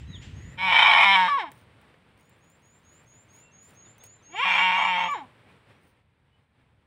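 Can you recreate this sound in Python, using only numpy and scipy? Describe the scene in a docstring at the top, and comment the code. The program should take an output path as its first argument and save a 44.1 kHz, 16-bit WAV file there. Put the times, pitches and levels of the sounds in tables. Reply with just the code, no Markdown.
"""Wind rumbles on the microphone, then a goat bleats twice at the edge of a field.
Its vocal fold pulses ring the throat; the voice breaks between clear, rattling (a third of the pitch)
and harsh registers. A small bird repeats a thin rising whistle; others twitter farther off.
A fibre strip rustles and ticks as it is tied round a wooden handle."""
import sys
import numpy as np
from scipy import signal
from scipy.fft import rfft, irfft, next_fast_len
from scipy.io import wavfile
from scipy.ndimage import uniform_filter1d

SR = 44100
rng = np.random.default_rng(int(sys.argv[2]) if len(sys.argv) > 2 else 0)


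def store_pcm(level_fs):
    """Save levels as 16-bit WAV."""
    pcm = np.round(np.clip(level_fs, -1, 1) * 32767).astype(np.int16)
    wavfile.write(sys.argv[1], SR, np.atleast_2d(pcm).T)


N = 302546
TIME = np.arange(N) / SR


def from_db(db):
    """Decibels to gain."""
    return 10 ** (np.asarray(db) / 20)


def unit_rms(x):
    """Scale to unit power."""
    return x / np.sqrt(np.mean(x ** 2) + 1e-20)


def even(x, size=1100):
    """Hold short-term power at 1."""
    return x / np.sqrt(np.abs(uniform_filter1d(uniform_filter1d(x * x, size), size)) + 1e-14)


def curves(rows, t=TIME):
    """Interpolate each column linearly; the first is time_s."""
    time_s, *columns = np.transpose(rows)
    return [np.interp(t, time_s, column) for column in columns]


def gate(t, start_s, end_s, edge_s):
    """1 between two times, 0 outside, linear edges."""
    return np.clip(np.minimum(t - start_s, end_s - t) / edge_s + .5, 0, 1)


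def add(out, start_s, sound):
    """Mix a sound in at start_s."""
    at = round(start_s * SR) + np.arange(len(sound))
    inside = (at >= 0) & (at < N)
    out[at[inside]] += sound[inside]


def butter(x, hz, kind, order=2):
    """Causal Butterworth filter."""
    return signal.sosfilt(signal.butter(order, hz, kind, fs=SR, output="sos"), x)


def drift(rate_hz, size=N):
    """Random wander, rms 1."""
    return unit_rms(butter(rng.standard_normal(size + SR // 2), rate_hz, "low")[SR // 2:])


def coloured(spectrum):
    """Unit noise shaped by (freq_hz, gain_db) points, rolling off past both ends."""
    hz, db = np.transpose(spectrum)
    size = next_fast_len(N, real=True)
    log_hz = np.log(np.arange(size // 2 + 1) * SR / size + 1)
    beyond = np.abs(log_hz - np.clip(log_hz, np.log(hz[0]), np.log(hz[-1])))
    gain = from_db(np.interp(log_hz, np.log(hz), db) - 22 * beyond)
    return unit_rms(irfft(rfft(rng.standard_normal(size)) * gain, size)[:N])


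def resonate(x, hz, width_hz):
    """Unity-gain resonance; a moving centre is stepped in blocks."""
    radius = np.exp(-np.pi * width_hz / SR)
    b = np.array([1, 0, -1]) * (1 - radius ** 2) / 2
    out, state = np.zeros(len(x)), np.zeros(2)
    block = 128 if np.ndim(hz) else len(x)
    for i in range(0, len(x), block):
        angle = 2 * np.pi * (hz[i] if np.ndim(hz) else hz) / SR
        a = [1, -2 * radius * np.cos(angle), radius ** 2]
        out[i:i + block], state = signal.lfilter(b, a, x[i:i + block], zi=state)
    return out


def cavity(x, modes, ratio=-1):
    """Parallel modes weighted by ratio ** k: alternating signs fill valleys, like signs notch."""
    return sum(ratio ** k * from_db(db) * resonate(x, hz, width_hz)
               for k, (hz, width_hz, db) in enumerate(modes))


def outdoors(x, scatter_db, t60_s, cutoff_hz):
    """Earth bank and bushes scatter back a short, faint tail."""
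    t = TIME[:SR // 2]
    echoes = rng.standard_normal(len(t)) * from_db(-60 * t / t60_s) * (t > .003)
    tail = butter(echoes, cutoff_hz, "low")
    return x + from_db(scatter_db) * signal.fftconvolve(x, tail / np.linalg.norm(tail))[:N]


def field(gain_db=2.0, sway_db=1.5):
    """Swaying hush of distant air and foliage."""
    # hush envelope: time_s, relative_db
    envelope = [(0, -58.5), (2.1, -61), (2.3, -64), (3.3, -62.5), (5.4, -59.5), (5.88, -64), (6.03, -71.5)]
    # hush spectrum: freq_hz, gain_db
    spectrum = [(59, -30.5), (100, 0.5), (281, -9), (386, -11.5), (447, -9), (697, -14), (936, -12.5),
                (1210, -15), (2220, -15.5), (3610, -23), (6530, -43), (8770, -33), (11800, -48.5),
                (15500, -45.5)]
    return from_db(curves(envelope)[0] + gain_db + sway_db * drift(5.7)) * coloured(spectrum)


def leaves():
    """Brief swish of palm leaves."""
    # swish envelope: time_s, level_db
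    envelope = [(0, -60), (.2, -75), (.225, -50), (.29, -57.5), (.35, -61.5), (.52, -69), (.6, -100)]
    # swish spectrum: freq_hz, gain_db
    spectrum = [(1200, -14.5), (2000, -7), (2900, -1), (4200, -12.5), (6500, -17.5), (8000, -19.5),
                (10000, -40)]
    return from_db(curves(envelope)[0]) * coloured(spectrum)


def far_trill(centre_hz=1900, width_hz=150):
    """Distant trill, blurred to a narrow noise band."""
    # trill envelope: time_s, level_db
    envelope = [(0, -71), (.16, -59.5), (.33, -68), (.43, -58), (.54, -58), (.7, -110)]
    band = unit_rms(resonate(rng.standard_normal(N), centre_hz, width_hz))
    return from_db(curves(envelope)[0]) * band


def wind(breeze_db=-69, buffet_db=2.0, edge_s=.038):
    """Gusts over a steady breeze buffet the microphone."""
    # gusts: start_s, end_s, level_db
    gusts = [(-.1, 0.51, -42.5), (0.495, 0.735, -50), (1.55, 1.797, -66)]
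    # rumble spectrum: freq_hz, gain_db
    spectrum = [(15, -46.5), (25, -20.5), (38, -18.5), (59, -1), (80, 2.5), (141, -1.5), (500, -30.5),
                (650, -59), (1100, -120)]
    gusting = sum(from_db(db) * gate(TIME, start_s, end_s, edge_s) for start_s, end_s, db in gusts)
    return (from_db(breeze_db) + gusting) * from_db(buffet_db * drift(42)) * coloured(spectrum)


def strip_rustle(fidget_db=-80.5, grain_db=4.0):
    """The fibre strip slides with a grainy hiss; light handling between strokes."""
    # strokes: start_s, length_s, level_db
    strokes = [(1.48, 0.19, -72), (2.14, 0.17, -75.5), (2.93, 0.052, -77.5), (3.3, 0.15, -71),
               (3.586, 0.21, -67.5), (4.024, 0.061, -61), (5.776, 0.18, -76.5)]
    # friction spectrum: freq_hz, gain_db
    spectrum = [(4000, -1.5), (6000, -3), (7800, -11), (9000, 8), (10500, -7), (12500, -16), (15300, 2.5)]
    envelope = from_db(fidget_db) * gate(TIME, start_s=2.35, end_s=3.39, edge_s=.1)
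    for start_s, length_s, db in strokes:
        add(envelope, start_s, from_db(db) * signal.windows.tukey(int(length_s * SR), .8))
    return envelope * from_db(grain_db * drift(120)) * coloured(spectrum)


def strip_ticks(snap_gain_db=-10, knock_gain_db=-6.5, decay_s=.0037):
    """The strip hits the wood: a bright snap plus a low knock."""
    # impacts: start_s, relative_db, knock_offset_db
    ticks = [(1.517, -33.5, -5.5), (1.8136, -48, -10), (1.941, -68.5, 24), (2.2942, -45, -11.5),
             (2.5, -44.5, -15), (3.981, -41, -7), (4.038, -31, -14), (4.6204, -36, 7), (5.114, -37, -1)]
    # snap spectrum: freq_hz, gain_db
    snap_spectrum = [(800, -13), (3000, -8), (5500, -23), (8500, -4), (11000, -9), (13000, -33),
                     (15500, 1.5)]
    # knock spectrum: freq_hz, gain_db
    knock_spectrum = [(500, 6), (1000, -7), (2000, 2), (4000, -21)]
    decay = np.exp(-TIME[:SR // 20] / decay_s)
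    snaps, knocks = np.zeros(N), np.zeros(N)
    for start_s, db, knock_offset_db in ticks:
        add(snaps, start_s, from_db(db + snap_gain_db) * decay)
        add(knocks, start_s, from_db(db + knock_offset_db + knock_gain_db) * decay)
    return snaps * coloured(snap_spectrum) + knocks * coloured(knock_spectrum)


def bird_tone(hz, waver=.0016, flicker_db=.5):
    """Nearly pure tone, rms about 1."""
    wander = drift(120, len(hz))
    phase = 2 * np.pi * np.cumsum(hz * (1 + waver * wander)) / SR
    return np.sqrt(2) * np.sin(phase) * from_db(flicker_db * wander[::-1])


def chirp(length_s, start_hz, end_hz, bulge=.03):
    """Short glide, arched in pitch and level."""
    progress = np.linspace(0, 1, int(length_s * SR))
    arch = np.sin(np.pi * progress)
    glide_hz = start_hz + (end_hz - start_hz) * progress
    return arch * bird_tone(glide_hz * (1 + bulge * arch), waver=.0064)


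def other_birds(twitter_s=(3.79, 4.32), period_s=.05, twitter_hz=4010, twitter_db=-74.5):
    """Single notes, plus a twitter of random, mostly falling chirps."""
    # single notes: start_s, length_s, start_hz, end_hz, level_db
    notes = [(0.064, 0.088, 3970, 3620, -61), (0.121, 0.06, 4070, 2790, -47),
             (3.406, 0.14, 2670, 2650, -65.5), (3.847, .026, 3750, 3400, -66.5),
             (4.004, 0.018, 3420, 3450, -61), (4.234, 0.12, 2700, 2700, -72.5),
             (5.462, 0.0582, 2160, 2540, -67.5), (5.626, 0.2, 4450, 6200, -87),
             (6.31, 0.061, 2860, 2920, -75.5)]
    out = np.zeros(N)
    for start_s, length_s, start_hz, end_hz, db in notes:
        add(out, start_s, from_db(db) * chirp(length_s, start_hz, end_hz))
    for beat_s in np.arange(*twitter_s, period_s):
        late, high, slope = rng.uniform(-1, 1, 3)
        hz, fall = twitter_hz * (1 + .19 * high), .11 * (slope + .5)
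        note = chirp(length_s=.038, start_hz=hz * (1 + fall), end_hz=hz * (1 - fall))
        add(out, beat_s + late * period_s / 2, from_db(twitter_db) * note)
    return out


def whistling_bird(slowing_s=.00356, sag_hz=25.4, swell_s=.64, nominal_period_s=.245):
    """Rising whistles, each slower and lower than the last; the second song swells."""
    # songs: start_s, end_s, first_period_s, first_pitch_hz, full_level_db, initial_cut_db
    songs = [(-.19, .45, .26, 6610, -63, 0), (2.1885, 5.1, .2115, 6725, -55.5, 21)]
    # one whistle at the nominal period: time_s, pitch_ratio, gain_db
    slur = [(0, .89, -24), (.008, .965, -11), (.03, .998, -3), (.07, 1.008, 0), (.12, 1.048, 0),
            (.165, 1.097, 0), (.19, 1.112, -6), (.215, 1.105, -28)]
    out = np.zeros(N)
    for start_s, end_s, period_s, hz, full_db, cut_db in songs:
        onset_s = start_s
        while onset_s < end_s:
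            ratio, shape_db = curves(slur, np.arange(0, slur[-1][0], nominal_period_s / period_s / SR))
            level_db = full_db - cut_db * np.exp((start_s - onset_s) / swell_s)
            add(out, onset_s, from_db(level_db + shape_db) * bird_tone(hz * ratio))
            onset_s += period_s
            period_s += slowing_s
            hz -= sag_hz
    return out


def larynx(t, stages, rattle_pitch, clear_hz=594, slack_hz=215, swoop_oct_per_s=7.25,
           sag_hz_per_s=560, switch_s=.012, tremble=.003):
    """The voice swoops up clear, splits into a rattle, breaks back and sinks."""
    # harsh spells: start_s, end_s, roughness
    harsh = [(.55, .72, .17), (.71, 1.055, .8), (1.143, 1.165, .42), (1.275, 1.30, .35), (4.44, 4.615, .58),
             (4.60, 4.78, .2), (4.765, 4.88, .58), (4.97, 5.08, .42), (5.138, 5.16, .55)]
    split_s, break_s, sink_s, sink_decay_s = stages
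    rattle = gate(t, split_s, break_s, switch_s)
    swoop_hz = clear_hz * 2 ** (swoop_oct_per_s * np.minimum(t - split_s, 0))
    sagging_hz = clear_hz - sag_hz_per_s * (np.clip(t, break_s, sink_s) - break_s)
    sinking = np.exp(-np.maximum(t - sink_s, 0) / sink_decay_s)
    arc_hz = np.minimum(swoop_hz, slack_hz + (sagging_hz - slack_hz) * sinking)
    fold_hz = rattle * curves(rattle_pitch, t)[0] + (1 - rattle) * arc_hz
    fold_hz *= 1 + tremble * drift(22, len(t))
    spells = [amount * gate(t, start_s, end_s, edge_s=.025) for start_s, end_s, amount in harsh]
    rough = np.max(spells, axis=0, initial=.085)
    tripling = rattle * (.99 - .42 * rough)
    doubling = .3 * gate(t, break_s, sink_s, switch_s)
    # first resonance: rests in the rattle, else follows harmonic 2 down to a floor
    jaw_hz = rattle * 913 + (1 - rattle) * np.maximum(2 * arc_hz, 836)
    return fold_hz, tripling, doubling, rough, jaw_hz


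def folds(t, hz, tripling, doubling, rough, waver=.024, jitter_s=.00024, shimmer=.35, air=.46, slip=.55):
    """One pulse per closure; two in three, or every second one, weaken as the period splits."""
    cycles = np.cumsum(hz * (1 + waver * rough ** .7 * drift(70, len(t)))) / SR
    k = np.arange(1, int(cycles[-1]))
    closure_s = np.interp(k, cycles, t)
    triple, double, chaos = (np.interp(closure_s, t, control) for control in (tripling, doubling, rough))
    force_error, time_error = chaos * rng.uniform(-1, 1, (len(k), 2)).T
    # roughness slips the pattern of three by a beat
    slips = (rng.random(len(k)) < slip * chaos ** 2) * rng.choice([-1, 1], len(k))
    weak = (k + np.cumsum(slips)) % 3 > 0
    force = (1 - triple * weak) * (1 - double * (k % 2)) + shimmer * force_error
    position = (closure_s + jitter_s * time_error - t[0]) * SR
    taps = position.astype(int)[:, None] + np.arange(-5, 7)
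    offset = taps - position[:, None]
    shape = np.sinc(offset) * np.cos(np.pi * offset / 12) ** 2
    pulses = np.bincount(np.clip(taps, 0, len(t) - 1).ravel(), (force[:, None] * shape).ravel(), len(t))
    # air hisses through the gap after each pulse
    hiss = unit_rms(butter(np.abs(pulses), 53, "low", order=1) * rng.standard_normal(len(t)))
    breath = rough * hiss
    return even(pulses) + air * breath, breath, cycles


def first_resonance(source, breath, rough, jaw_hz):
    """Lowest throat resonance; widens as the voice turns harsh."""
    sharp = resonate(source, jaw_hz, width_hz=75)
    broad = 1.2 * rough ** 1.7 * resonate(source + breath, jaw_hz, width_hz=260)
    return even(butter(butter(sharp + broad, 740, "high", order=6), 1200, "low", order=4))


def hum(source, cycles, tripling, nose_db=-57, fold_db=-48, rattle_db=-47.5):
    """Nose and neck hum at the fold rate, and at a third of it in a clean rattle."""
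    nose = from_db(nose_db) * even(butter(resonate(source, hz=240, width_hz=100), 340, "low"))
    fundamental = from_db(fold_db) * np.sin(2 * np.pi * cycles)
    subharmonic = from_db(rattle_db) * tripling ** 3 * np.sin(2 * np.pi * cycles / 3)
    return nose + np.sqrt(2) * (fundamental + subharmonic)


def upper_resonances(source, open_modes, narrow, droop=.05, wobble=.016):
    """Modes wobble with the tongue, sink as the mouth closes and give way to a duller set."""
    # narrowed-mouth modes: centre_hz, width_hz, gain_db
    narrow_modes = [(1590, 230, -0.5), (1780, 160, 0.5), (2160, 200, -2), (3180, 160, -7), (3788, 200, -7)]
    closing = np.linspace(0, 1, len(source)) ** 3
    moving = [(hz * (1 - droop * closing + wobble * drift(8.3, len(source))), width_hz, db)
              for hz, width_hz, db in open_modes]
    vowel = (1 - narrow) * cavity(source, moving) + narrow * cavity(source, narrow_modes)
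    return even(butter(butter(vowel, 3695, "low", order=10), 1420, "high", order=5))


def rasp(source, smear_t60_s=.039):
    """Many faint, close resonances blur each pulse before it rings the treble modes."""
    # treble modes: centre_hz, width_hz, unweighted_gain_db
    modes = [(4390, 190, 6), (5200, 330, 3), (5550, 33, -9), (5900, 37, -6.5), (7200, 820, -7),
             (8400, 80, -6), (8200, 120, -9.5), (8400, 110, -11.5), (9000, 170, -15), (10650, 240, -14)]
    t = TIME[:SR // 25]
    smear = rng.standard_normal(len(t)) * from_db(-60 * t / smear_t60_s)
    ringing = cavity(signal.fftconvolve(source, smear)[:len(source)], modes, ratio=.74)
    return even(butter(butter(ringing, 3100, "high", order=6), 12000, "low", order=3))


def bleat(timing, rattle_pitch, effort, open_modes, rasp_db=-27, narrow_boost_db=4.0, flutter_db=1.56,
          full_voice_db=-24, hum_follow=.33, lips_s=.09):
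    """Fold pulses ring the throat; the treble flutters with roughness."""
    t = np.arange(effort[0][0], effort[-1][0], 1 / SR)
    *stages, narrow_s = timing
    low_db, high_db = curves(effort, t)
    narrow = gate(t, narrow_s, np.inf, edge_s=.04)
    fold_hz, tripling, doubling, rough, jaw_hz = larynx(t, stages, rattle_pitch)
    source, breath, cycles = folds(t, fold_hz, tripling, doubling, rough)
    bass = from_db(hum_follow * (low_db - full_voice_db)) * hum(source, cycles, tripling)
    middle = from_db(low_db - .54) * first_resonance(source, breath, rough, jaw_hz)
    treble = upper_resonances(source, open_modes, narrow)
    treble += from_db(rasp_db + narrow_boost_db * narrow) * rasp(source + 2.1 * breath)
    treble *= from_db(high_db - .75 - flutter_db * rough * drift(77, len(t)))
    treble *= np.clip((t[-1] - t) / lips_s, 0, 1) ** 2  # closing lips cut the treble first
    return (bass + middle + treble) * signal.windows.tukey(len(t), .04)


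def goat():
    """Two bleats; each table has one entry per bleat."""
    # register changes: split_s, break_s, sink_s, sink_decay_s, narrow_s
    timings = [(.55, 1.279, 1.371, .068, 1.178), (4.44, 5.083, 5.134, .047, 5.125)]
    # fold rate in the rattle: time_s, pitch_hz
    rattle_pitches = [
        [(.56, 545), (.65, 572), (.74, 532), (.87, 555), (.94, 545), (1.05, 598), (1.14, 584), (1.165, 560),
         (1.22, 553), (1.272, 532)],
        [(4.45, 530), (4.49, 570), (4.55, 535), (4.63, 560), (4.73, 544), (4.765, 562), (4.90, 554),
         (4.96, 533), (4.99, 550), (5.075, 530)],
    ]
    # vocal effort: time_s, first_resonance_db, upper_resonances_db
    efforts = [
        [(0.565, -65.5, -62.5), (0.587, -42, -33.5), (0.637, -27, -25), (0.793, -20.5, -15.5),
         (1.161, -19.5, -16.5), (1.185, -18.5, -23.5), (1.279, -23.5, -28), (1.373, -24, -38),
         (1.401, -31.5, -30.5), (1.447, -34.5, -43.5), (1.51, -56, -17.5)],
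        [(4.28, -70.5, -74), (4.328, -60, -52), (4.35, -32.5, -44), (4.364, -42, -35), (4.4, -27.5, -27),
         (4.54, -27, -19), (4.644, -24, -22.5), (5.03, -26.5, -28), (5.134, -29, -39.5), (5.238, -46, -50),
         (5.27, -60.5, -55)],
    ]
    # open-mouth upper modes: centre_hz, width_hz, gain_db
    throats = [
        [(1444.6, 51, -8.5), (1830, 160, -11), (2237, 84, 1), (2370, 120, -1.5), (2650, 71, -14.5),
         (3085, 130, -9), (3520, 59, -10), (3842, 120, -13)],
        [(1400, 48, -7), (1945, 320, -12), (2217, 130, -8.5), (2335, 33.6, 2), (2764, 124, -9.5),
         (3204, 92, -11), (3285, 40, -9), (3605, 170, -18.5)],
    ]
    out = np.zeros(N)
    for timing, rattle_pitch, effort, open_modes in zip(timings, rattle_pitches, efforts, throats):
        add(out, effort[0][0], bleat(timing, rattle_pitch, effort, open_modes))
    return out


def scene():
    """Goat, birds, handwork and air, mono."""
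    bleats = outdoors(goat(), scatter_db=-12, t60_s=.05, cutoff_hz=9000)  # near bushes
    bleats = outdoors(bleats, scatter_db=-22, t60_s=.3, cutoff_hz=5000)
    birds = outdoors(whistling_bird() + other_birds(), scatter_db=-11.5, t60_s=.26, cutoff_hz=8450)
    tying = strip_rustle() + strip_ticks()
    air = wind() + field() + leaves() + far_trill()
    return (bleats + birds + tying + air)[None]


def record(dry):
    """Steep low-pass."""
    cutoff_hz = 15700
    return signal.sosfilt(signal.ellip(10, .2, 80, cutoff_hz, fs=SR, output="sos"), dry)


dry = scene()
out = record(dry)
store_pcm(out)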